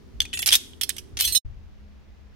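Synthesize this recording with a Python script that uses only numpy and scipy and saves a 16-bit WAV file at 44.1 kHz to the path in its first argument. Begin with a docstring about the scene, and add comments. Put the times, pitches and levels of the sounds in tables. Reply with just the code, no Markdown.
"""Steel pulleys in a back yard

Small pulleys knock together in a hand, a little right of a stereo pair. Gripped, they clack and die at
once; when the hand opens, and when they dangle, their plates jangle and ring on. House walls return a
short tail. The sound breaks off in mid-ring, and after a short silence only the distant rumble under
the eaves and a light wind on the microphones remain."""
import sys
import numpy as np
from scipy import signal
from scipy.fft import rfft, irfft
from scipy.io import wavfile

SR = 44100
rng = np.random.default_rng(int(sys.argv[2]) if len(sys.argv) > 2 else 0)


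def generate_wav(sig):
    """Save sig (samples, or channels by samples) to the path in sys.argv[1] as 16-bit PCM at SR."""
    pcm = np.round(np.clip(np.atleast_2d(sig).T, -1, 1) * 32767).astype(np.int16)
    wavfile.write(sys.argv[1], SR, pcm)


N = 103635
TIME = np.arange(N) / SR

# Modes of each steel part, first in the hand, then on the three dangling pulleys.
# Each row under a part's name: frequency in Hz, relative level in dB.
PART_MODES = { "sheave": [(3170, -4.5), (3440, -3), (4480, -8.5), (6050, -6)], "side plate": [(3360, 1.5),
              (5680, -4.5), (9400, -5.5), (12690, -2.5)], "loose": [(1908, -10), (2664, 0), (3385, -4.5),
              (6802, -6), (7602, -4.5), (9325, 5), (11513, -5)], "upper": [(3003, -1.5), (3555, -3.5),
              (4120, -0.5), (10200, -9), (12450, 1), (14660, -1)], "middle": [(4135, 2), (6080, -5),
              (8403, -0.5), (8870, -6), (9372, -1.5), (12089, -1), (12381, -2)], "lower": [(2988, -14),
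              (3675, -7.5), (3970, -1), (4088, -5.5), (5366, -1.5), (6551, -6), (8867, 3), (12380, -5),
              (13510, -11)]}
CONTACT_S, CUTOFF_HZ = 0.00086, 15900


def knocks(count=260):
    """Each knock is a brief crack and a crowd of damped steel modes, different at every contact point."""
    # Steel on steel. Each row: start in seconds, level in dB, treble tilt in dB,
    # pitch favoured by the spot struck in Hz, t60 in seconds.
    blows = [(0.2036, -15.5, -5, 3400, 0.012), (.2160, -25.5, -6, 12500, .04),
             (.2521, -35.5, -10.5, 2500, .028), (.3302, -29, -19.5, 2750, .05),
             (.3360, -29.5, -13, 2634, .06), (.3730, -29, -9, 2760, .03), (.3902, -25.5, -1.5, 12800, .025),
             (.4200, -26.5, 4.5, 11700, .05), (.4270, -24.5, -13.5, 2950, .035),
             (.46, -18.5, 3, 4860, .017), (.465, -19.5, 1.5, 11400, .08), (.4741, -17, -6, 9346, .042),
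             (.4875, -15, -7.5, 5140, .033), (.5047, -23, -7, 3500, .032), (.5160, -20, 0.5, 3370, .025),
             (.5231, -12, -9.5, 3490, .02), (.5275, -10.5, 2.5, 3260, .033), (.5367, -14.5, -5, 5350, .04),
             (.5430, -14.5, 0, 3506, .032), (.5524, -10.5, 4, 3686, .041), (.7330, -47, -28, 3240, .03),
             (.8115, -22.5, 0.5, 3160, .05), (.8325, -21.5, 2, 5330, .035), (.8921, -20.5, 6.5, 8350, .022),
             (.9010, -28.5, -7.5, 9220, .033), (.9649, -36.5, -3.5, 8980, 0.029),
             (.982, -31.5, 0.5, 3030, 0.044), (1.1705, -27.5, -12, 6300, .037),
             (1.1890, -26.5, -7, 12000, .078), (1.1990, -20.5, 0, 3130, .07),
             (1.2082, -15, 5.5, 8700, 0.014), (1.2200, -24.5, 0.5, 2910, .09),
             (1.2400, -24.5, 1, 3390, .08), (1.2500, -21, 9, 11350, .05), (1.2740, -24, 1, 4340, .16),
             (1.3227, -29.5, 6.5, 9500, .1), (1.3475, -23, 7, 4040, .1)]
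    # Spectrum of the crack and the many weak modes. Each row: frequency in Hz, relative level in dB.
    steel_spectrum = [(300, -30), (700, -15.5), (1200, -18), (2100, -3.5), (3200, -0.5), (4200, -2),
                      (5700, -0.5), (7500, -4.5), (9000, 0), (10200, -4.5), (11600, 0.5), (13300, -11.5),
                      (15600, -10.5)]
    sheave_db, grip_detune = -9, 0.034   # the grip shifts the sheaves' pitch from knock to knock
    crack_db, crack_t60_s = 0.5, 0.0041
    spot_db, spot_half_width_hz = 12, 200
    free_t60_s = .07   # longer knocks come from freer parts: fewer modes, less bass
    t60_ratios = np.exp(.4 * np.array([-1, 0, 1]))
    out, t = np.zeros((2, N)), TIME[:SR // 8]
    bin_hz, attack_samples = np.fft.rfftfreq(len(t), 1 / SR), SR // 200
    sheave_hz, mode_db = np.transpose(PART_MODES["sheave"])
    sheave = from_db(sheave_db) * from_db(mode_db) / np.linalg.norm(from_db(mode_db))
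    for start, db, treble_db, spot_hz, t60 in blows:
        share = min(1, free_t60_s / t60)
        weak_hz = 300 + (np.arange(count) + rng.random(count)) * (CUTOFF_HZ - 300) / count
        woken = np.diff(np.floor(rng.random() + share * np.arange(count + 1)))
        weak = woken * from_db(at_hz(steel_spectrum, weak_hz))
        hz = np.r_[weak_hz, sheave_hz * (1 + grip_detune * rng.standard_normal(len(sheave)))]
        gain = np.r_[weak / np.linalg.norm(weak), sheave]
        tilt = [(1500, 20 * np.log10(share)), (3000, 0.0027), (12000, treble_db)]
        spot_boost = spot_db / (1 + ((hz - spot_hz) / spot_half_width_hz) ** 2)
        struck = two_mics(hz) * gain * from_db(at_hz(tilt, hz) + spot_boost)
        damping_class = rng.integers(len(t60_ratios), size=len(hz))
        body = sum(sines(struck * (damping_class == k), hz, len(t)) * dying(t, t60 * ratio)
                   for k, ratio in enumerate(t60_ratios))
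        crack_gain = from_db(at_hz(steel_spectrum, bin_hz) + at_hz(tilt, bin_hz))
        crack = rms_one(irfft(two_mics(bin_hz) * crack_gain, len(t))) * dying(t, crack_t60_s)
        knock = 2 * body / np.linalg.norm(struck) + from_db(crack_db) * crack
        knock *= 1 - np.exp(-t / CONTACT_S)
        add(out, start, placed(from_db(db) * knock / np.std(knock[:, :attack_samples]), start))
    return out


def rings(count=4):
    """Parts ring in clear partials; rebounds strike them again with a new mix of modes, so they jangle."""
    # Blows that set one part ringing. Each row: start in seconds, part, level in dB, t60 in seconds.
    blows = [(.2040, "sheave", -9, 0.018), (.3354, "loose", -27.5, .2), (.3913, "loose", -26.5, .16),
             (.8120, "side plate", -20, .04), (.8335, "sheave", -23.5, .035), (1.2085, "upper", -22.5, .22),
             (1.247, "sheave", -20.5, .07), (1.2503, "middle", -24.5, .22), (1.3225, "middle", -22, .15),
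             (1.3505, "lower", -15, .3)]
    longest_gap_s, rebound_loss_db = .015, 3.5
    out, t = np.zeros((2, N)), TIME[:SR // 2]
    contact = 1 - np.exp(-t / CONTACT_S)
    for start, part, db, t60 in blows:
        hz, mode_db = np.transpose(PART_MODES[part])
        modes = from_db(mode_db) / np.linalg.norm(from_db(mode_db))
        age = 0
        for k in range(count):
            spread = two_mics(hz)
            mix = rms_one(np.abs(spread)) if k else 1   # the first blow wakes every mode
            ring = sines(modes * mix * spread / np.abs(spread), hz, len(t)) * dying(t, t60) * contact
            gain = np.sqrt(2) * from_db(db - k * rebound_loss_db) * dying(age / 2, t60)
            add(out, start + age, placed(gain * ring, start))
            age += longest_gap_s * rng.uniform(.5, 1)
    return out


def placed(x, seconds):
    """Pan a sound to where the hand holds the pulleys at that moment."""
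    # The hand's path across the pair. Each row: time in seconds, left minus right in dB.
    hand_path = [(.21, -2.5), (.34, -0.5), (.46, -5), (.55, -1), (.85, -9.5), (1.2, -0.5), (1.35, -8.5)]
    return panned(x, np.interp(seconds, *np.transpose(hand_path)))


def two_mics(hz, scatter_db=5.5, longest_lag_s=.00005):
    """Each mode reaches the two microphones with a random strength and phase, partly shared."""
    size = len(hz)
    phase = rng.uniform(0, 2 * np.pi, size) + rng.standard_normal((2, size))
    phase[0] -= 2 * np.pi * hz * longest_lag_s * rng.random()   # the left microphone is farther away
    strength = np.clip(rng.standard_normal(size) + rng.standard_normal((2, size)), -2, 2)
    return from_db(scatter_db * strength) * np.exp(1j * phase)


def house_walls(x, db=-23.5, t60_s=0.44, delay_s=0.01199, top_hz=11000):
    """Walls and porch scatter the clinks into a short, slightly duller tail."""
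    t = TIME[:SR]
    tail = rng.standard_normal((2, SR)) * dying(t, t60_s) * np.clip(t / delay_s - .5, 0, 1)
    tail = signal.sosfilt(signal.butter(2, top_hz, fs=SR, output="sos"), tail)
    tail /= np.linalg.norm(tail, axis=1, keepdims=True)
    return from_db(db) * signal.fftconvolve(x, tail, axes=1)[:, :N]


def wind(corner_hz=82, rise_s=0.0027, t60_s=1):
    """Low puffs of wind on the microphones swell quickly and die away."""
    # Each row: start in seconds, level in dB, left minus right in dB.
    puffs = [(.135, -38, 4.5), (1.112, -40, -2.5), (1.25, -42, 9), (1.448, -34.5, 9)]
    buffeting = air(lambda f: f / corner_hz / (1 + (f / corner_hz) ** 6))
    out = np.zeros((2, N))
    for start, db, pan_db in puffs:
        age = np.maximum(TIME - start, 0)
        envelope = np.minimum(age / rise_s, 1) * dying(age, t60_s)
        out += panned(from_db(db) * buffeting * envelope, pan_db)
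    return out


def distant_rumble(spectrum, motors, db):
    """Rumble from beyond the yard, with the wavering drone of far motors."""
    out = from_db(db) * air(lambda f: from_db(at_hz(spectrum, f)))
    for hz, drone_db, width_hz in motors:
        out += from_db(drone_db) * air(lambda f: 1 / (1 + (2 * (f - hz) / width_hz) ** 2))
    return out


def air(gain_at, side_gain=0.85):
    """Wide stereo noise of a given spectrum, rms 1."""
    mid, side = rng.standard_normal((2, N))
    pair = np.array([mid + side_gain * side, mid - side_gain * side])
    return rms_one(irfft(rfft(pair) * gain_at(np.fft.rfftfreq(N, 1 / SR)), N))


def sines(strengths, hz, size):
    """A sum of steady stereo sines with the given complex strengths."""
    lines = np.zeros((2, size // 2 + 1), complex)
    lines[:, np.round(hz * size / SR).astype(int)] = strengths
    return irfft(lines, size) * size / 2


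def from_db(db):
    """Decibels to gain."""
    return 10 ** (np.asarray(db) / 20)


def rms_one(x):
    """Scale to unit rms."""
    return x / np.sqrt(np.mean(x ** 2) + 1e-20)


def dying(t, t60):
    """Exponential decay, 60 dB down after t60 seconds."""
    return np.exp(-np.log(1000) * t / np.maximum(t60, 1e-3))


def at_hz(points, hz):
    """Read a spectrum in dB on a log-frequency axis."""
    point_hz, db = np.transpose(points)
    return np.interp(np.log(np.maximum(hz, 1)), np.log(point_hz), db)


def add(out, start_s, x):
    """Mix x in at start_s."""
    i = int(start_s * SR)
    out[:, i:i + x.shape[1]] += x[:, :N - i]


def panned(x, pan_db):
    """Place a sound between the microphones; positive is left."""
    return x * from_db([[pan_db / 2], [-pan_db / 2]])


def scene():
    """The pulleys over the lawn, a short silence, then the empty yard from under the eaves."""
    # Distant rumble at each spot. 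Each row: frequency in Hz, relative level in dB.
    lawn_spectrum = [(25, -13.5), (75, -0.5), (115, -13.5), (260, -13), (600, -29.5), (6000, -42),
                     (7800, -50.5), (15000, -54)]
    eaves_spectrum = [(25, -11.5), (72, 0), (105, -16.5), (420, -26.5), (900, -34), (2500, -38),
                      (6000, -47), (8500, -59)]
    # Far motors at each spot. Each row: pitch in Hz, level in dB, bandwidth in Hz.
    lawn_motors = [(240, -62, 30), (386, -59, 90)]
    eaves_motors = [(207, -61.5, 13)]
    break_s, break_t60_s, resume_s, fade_s = 1.378, 0.03, 1.447, 0.0051
    steel, puffs = knocks() + rings(), wind()
    lawn = steel + house_walls(steel) + distant_rumble(lawn_spectrum, lawn_motors, db=-47.5) + puffs
    eaves = distant_rumble(eaves_spectrum, eaves_motors, db=-47) + puffs
    fade_out = dying(np.maximum(TIME - break_s, 0), break_t60_s)
    fade_in = np.clip((TIME - resume_s) / fade_s, 0, 1)
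    return lawn * fade_out + eaves * fade_in


def record(dry):
    """The highest peaks are rounded off and the top of the treble is cut."""
    rounded = dry / (1 + (dry / .85) ** 6) ** (1 / 6)
    return signal.sosfilt(signal.ellip(10, .2, 80, CUTOFF_HZ, fs=SR, output="sos"), rounded)


dry = scene()
out = record(dry)
generate_wav(out)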